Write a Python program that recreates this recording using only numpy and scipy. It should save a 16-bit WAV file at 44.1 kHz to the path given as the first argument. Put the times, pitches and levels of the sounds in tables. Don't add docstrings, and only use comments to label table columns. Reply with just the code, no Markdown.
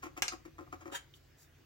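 import sys
import numpy as np
from scipy import signal
from scipy.fft import rfft, irfft
from scipy.io import wavfile
from scipy.ndimage import uniform_filter1d

SR = 44100
rng = np.random.default_rng(int(sys.argv[2]) if len(sys.argv) > 2 else 0)


def generate_wav(sig):
    pcm = np.round(np.clip(np.atleast_2d(sig).T, -1, 1) * 32767).astype(np.int16)
    wavfile.write(sys.argv[1], SR, pcm)


def to_linear_factor(level_db):
    exponent = np.asarray(level_db, float) / 20
    return 10 ** exponent


N = 72765
LAST_PUSH_S = 0.8552


def evened(x):
    return x / np.sqrt(np.mean(x ** 2) + 1e-20)


def read(points, hz):
    f, value = np.transpose(points)
    return np.interp(np.log(hz + 1), np.log(f + 1), value)


def coloured(x, points):
    gain = to_linear_factor(read(points, np.fft.rfftfreq(len(x), 1 / SR)))
    return evened(irfft(rfft(x) * gain, len(x)))


def resonate(x, peaks, order=1):
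    out = np.zeros(len(x))
    for k, (hz, width_hz, db) in enumerate(peaks):
        r = np.exp(-np.pi * width_hz / SR)
        pair = [1 - r, 0, r * r - r, 1, -2 * r * np.cos(2 * np.pi * hz / SR), r * r]
        rung = signal.sosfilt([pair] * order, x) / np.sqrt(1 - r)
        out += (-1) ** k * to_linear_factor(db) * rung
    return out


def ring(start_s, modes):
    t = np.maximum(np.arange(N) / SR - start_s, 0)
    return sum((-1) ** k * to_linear_factor(db - 60 * t / t60) * np.sin(2 * np.pi * hz * t)
               for k, (hz, db, t60) in enumerate(modes))


def catches(per_s, spread_db):
    hardness = to_linear_factor(spread_db * np.minimum(rng.exponential(1, N), 4))
    size = hardness * rng.standard_normal(N)
    return evened(size * (rng.random(N) < per_s / SR))


def push(start_s, length_s):
    rise_s, fade_db = 0.008, -18.5
    since = np.arange(N) / SR - start_s
    return np.clip(since / rise_s, 0, 1) * to_linear_factor(fade_db * (since / length_s) ** 2)


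def jolts(column):
    # start_s, board_db, rail_db, grit_db
    hard_catches = [(.027, -50, -47, -48), (.0335, -38, -41, -42), (.038, -31, -55, -50),
                    (.055, -45, -42, -55), (.0605, -31, -60, -60), (.0665, -45, -41, -55),
                    (.1645, -46, -47, -60), (.1752, -33, -37, -32), (.321, -42, -45, -48),
                    (.3325, -30, -38, -43), (.4505, -45, -50, -46), (.4565, -34, -50, -43),
                    (.477, -39, -60, -60), (.5815, -46, -46, -47), (.5875, -37, -38, -52),
                    (.597, -37, -52, -55), (.6075, -32, -47, -46), (.622, -39, -50, -54),
                    (.7258, -33, -38, -39), (.7365, -32, -40, -43), (LAST_PUSH_S, -31, -42, -44),
                    (.8605, -32, -52, -52), (.8785, -34, -47, -56), (.8985, -41, -47, -58),
                    (.9202, -34, -44, -44), (.9275, -36, -47, -50)]
    out = np.zeros(N)
    for row in hard_catches:
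        out[round(row[0] * SR)] = to_linear_factor(row[column])
    return out


def strokes():
    # start_s, length_s, board_db, rail_db, grit_db
    pushes = [
        (0.021, 0.08, -52, -52, -53),
        (0.163, 0.05, -55, -58, -54),
        (0.312, 0.055, -50, -48, -53),
        (0.66, 0.04, -52, -56, -71),
        (0.8, 0.075, -55.5, -54, -62),
        (0.716, 0.055, -55, -57, -66),
        (LAST_PUSH_S, 0.068, -54, -55, -64),
        (0.919, 0.025, -54, -50, -54),
    ]
    # centre_hz, width_hz, level_db
    board_peaks = [(319, 66, -5.5), (468, 42, -19), (545, 43, -17), (245, 45, -18)]
    # centre_hz, width_hz, level_db
    rail_peaks = [(733.4, 53, -5.5), (861, 59, -12), (1048, 116, -1.5), (1227, 122, 1), (1387, 120, -7),
                  (1620, 78, -12.5), (1840, 180, -13), (593, 79, -13.5), (2320, 320, -20), (2800, 270, -26)]
    # pitch_hz, density_db (per Hz)
    grit_tone = [(120, -30), (500, -6), (1200, -2.5), (2200, 4), (4000, -14), (7000, -4.5), (8300, -20),
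                 (15500, -17)]
    board_lag_s, spray_fade_s = 0.0048, 0.0091

    drive = catches(1500, 2.5) + 0.71 * rng.standard_normal(N)
    hiss = coloured(catches(6000, 3.0), grit_tone)
    board_push, rail_push, grit_push = np.zeros((3, N))
    for start_s, length_s, board_db, rail_db, grit_db in pushes:
        board_push += to_linear_factor(board_db) * push(start_s + board_lag_s, length_s)
        rail_push += to_linear_factor(rail_db) * push(start_s, 0.52 * length_s)
        grit_push += to_linear_factor(grit_db) * push(start_s, 0.85 * length_s)

    board = board_push * drive + 8 * jolts(1)
    rail = rail_push * drive + 6 * jolts(2)
    spray = signal.lfilter([0.2], [1, -np.exp(-1 / (spray_fade_s * SR))], jolts(3))
    grit = (grit_push + spray) * hiss
    return resonate(board, board_peaks, order=2), resonate(rail, rail_peaks, order=2) + grit


def snaps():
    # start_s, low_db, high_db, top_db, ping_db
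    snap_times = [
        (0.22145, -21.5, -19.5, -28.5, -35),
        (.28105, -32, -30, -45, -20),
    ]
    # pitch_hz, level_db, t60_s
    low_modes = [(321, -27.5, .03), (538, -17.5, 0.012), (726, -16, 0.054), (1250, -2.5, 0.0081),
                 (1610, -11.5, 0.049), (2155, 3.5, 0.0046), (2910, 1.5, 0.0065), (3530, -2.5, 0.0053)]
    # pitch_hz, level_db, t60_s
    high_modes = [(4300, -6.5, 0.0048), (5470, 0.5, 0.0048), (6360, -1, 0.0043), (7415, -6.5, 0.0092),
                  (8320, -5.5, 0.0038)]
    # pitch_hz, level_db, t60_s
    top_modes = [(9820, -3, 0.0036), (11500, 0, 0.0043), (13300, -2.5, .004), (15000, -1, .004)]
    # pitch_hz, level_db, t60_s
    ping_modes = [(4920, 0, .0035), (5750, -5, .003), (6600, -3, .003)]
    out = np.zeros(N)
    for start_s, *levels_db in snap_times:
        for level_db, modes in zip(levels_db, (low_modes, high_modes, top_modes, ping_modes)):
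            out += to_linear_factor(level_db) * ring(start_s, modes)
    return out


def glide(x):
    # time_s, pitch_hz
    rise = [(.925, 500), (.943, 1000), (.952, 1660), (.964, 2160), (1.0, 2380)]
    width_hz = 180
    s, hz = np.transpose(rise)
    pitch_hz = np.interp(np.arange(N) / SR, s, hz)
    turn = np.exp(2j * np.pi * np.cumsum(pitch_hz) / SR)
    r = np.exp(-np.pi * width_hz / SR)
    smooth = signal.lfilter([1 - r], [1, -r], x / turn)
    return evened((turn * smooth).real)


def swipe():
    # time_s, level_db
    pressure = [(0.914, -67), (0.922, -59), (.939, -52), (0.9505, -41), (.967, -50), (.998, -72),
                (1.041, -90)]
    # pitch_hz, density_db (per Hz)
    scrape_tone = [(180, -27), (500, -10), (1000, -3.5), (1640, 3.5), (2500, -3), (3100, 2.5), (4370, -6),
                   (16000, -14.5)]
    # centre_hz, width_hz, level_db
    scrape_peaks = [(950, 62, -6), (1160, 42, -5), (1630, 95, 0), (2110, 125, 5), (3110, 125, 5),
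                    (4160, 105, 0), (6910, 330, 3)]
    # start_s, length_s, level_db
    rustle_moves = [
        (1.13, 0.051, -68),
        (1.365, 0.1, -66.5),
    ]
    # pitch_hz, density_db (per Hz)
    rustle_tone = [(2500, -25), (4500, -4), (7000, 0), (8500, -8), (11000, -8), (15500, -4)]
    # pitch_hz, level_db, t60_s
    tick_modes = [(3000, 0, .02), (3600, -2, .015), (2400, -12, .008), (5500, -10, .004)]
    ring_db, glide_db, tick_s, tick_db = -5, -4.5, 1.1385, -51

    t = np.arange(N) / SR
    grit = catches(4000, 0.86)
    body = coloured(grit, scrape_tone)
    body = body + to_linear_factor(ring_db) * evened(resonate(grit, scrape_peaks))
    body = body + to_linear_factor(glide_db) * glide(grit)
    s, db = np.transpose(pressure)
    scrape = to_linear_factor(np.interp(t, s, db, -120, -120)) * body

    rustle = np.zeros(N)
    for start_s, length_s, level_db in rustle_moves:
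        rustle += to_linear_factor(level_db) * np.sin(np.pi * np.clip((t - start_s) / length_s, 0, 1))
    return scrape + rustle * coloured(grit, rustle_tone) + to_linear_factor(tick_db) * ring(tick_s, tick_modes)


def heard(x, room_db, near_db, left_db, lag):
    # pitch_hz, t60_s
    room_decay = [(300, 0.37), (1500, 0.24), (5000, 0.22), (9000, 0.21), (15000, 0.09)]
    near_fade_s, count = 0.0052, SR // 2
    taps = np.zeros((2, count))
    at = np.arange(24, count - 20, 20)
    at = at + rng.integers(0, 20, (2, len(at)))
    np.put_along_axis(taps, at, rng.choice([-1., 1.], at.shape), 1)
    near = taps * np.exp(-np.arange(count) / SR / near_fade_s)

    hz, t, z = signal.stft(taps, SR, nperseg=256)
    decay = to_linear_factor(-60 * t / read(room_decay, hz)[:, None])
    tail = signal.istft(z * decay, SR, nperseg=256)[1][:, :count]

    path = to_linear_factor(room_db) * tail / np.linalg.norm(tail[0])
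    path = path + to_linear_factor(near_db) * near / np.linalg.norm(near[0])
    path[0, 0] += 1
    path[1, lag] += 1
    balance = to_linear_factor([[left_db / 2], [-left_db / 2]])
    return signal.fftconvolve(x[None], path, axes=1)[:, :N] * balance


def hum():
    # pitch_hz, density_db (per Hz)
    hum_tone = [(140, -24), (280, 2), (560, -8), (1000, -12), (1700, -10), (6800, -19), (9300, -30),
                (15700, -20)]
    # pitch_hz, likeness (0 to 1)
    likeness = [(30, 0.95), (180, 1), (400, 0.087), (2000, 0.44), (16000, 0.11)]
    level_db, waver_db = -67.5, 2.27
    frames, hz = N // 256 + 5, np.fft.rfftfreq(1024, 1 / SR)
    a, b, c, d, patches = rng.standard_normal((frames, 513, 5)).T
    patches = evened(uniform_filter1d(uniform_filter1d(patches, 10, 0), 10, 1))
    same = np.clip(read(likeness, hz), -1, 1)[:, None]
    left = a + 1j * b
    right = same * left + np.sqrt(1 - same ** 2) * (c + 1j * d)
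    z = np.array([left, right]) * to_linear_factor(read(hum_tone, hz)[:, None] + waver_db * patches)
    return to_linear_factor(level_db) * evened(signal.istft(z, nperseg=1024, noverlap=768)[1][:, :N])


def rumble():
    # time_s, level_db
    swell = [(0.0, -59.5), (0.118, -60.5), (1.65, -66.5)]
    # centre_hz, width_hz, level_db
    lines = [(30, 81, -37), (51, 25, -2), (85.64, 8.7, -2), (116.3, 16.6, -6), (144.6, 22.6, -5)]
    side_db = -13
    s, db = np.transpose(swell)
    mid, side = (evened(resonate(v, lines, order=2)) for v in rng.standard_normal((2, N)))
    both = mid + to_linear_factor(side_db) * np.array([side, -side])
    return to_linear_factor(np.interp(np.arange(N) / SR, s, db)) * both


def whine():
    peak = [(15800, 160, 0)]  # centre_hz, width_hz, level_db
    ports = [evened(resonate(v, peak, order=2)) for v in rng.standard_normal((2, N))]
    return to_linear_factor(-84) * np.array(ports)


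def scene():
    room_db = -5.5
    board, rail = strokes()
    table = heard(board, room_db - 4.5, -12.0, left_db=6, lag=14)
    metal = heard(rail, room_db - 5.0, -9.5, left_db=0.8, lag=10)
    last_pass = heard(swipe(), room_db, -0.58, left_db=1.2, lag=22)
    jumps = heard(snaps(), -3, -6, left_db=1.3, lag=7)
    return table + metal + last_pass + jumps + hum() + rumble() + whine()


def top_cut(x):
    return signal.sosfilt(signal.butter(12, 16650, fs=SR, output="sos"), x)


def record(dry):
    low_pass = signal.firwin(255, 16000, window=("kaiser", 7), fs=SR)
    dull = signal.oaconvolve(dry, low_pass[None], "same")
    return top_cut(dull)


dry = scene()
out = record(dry)
generate_wav(out)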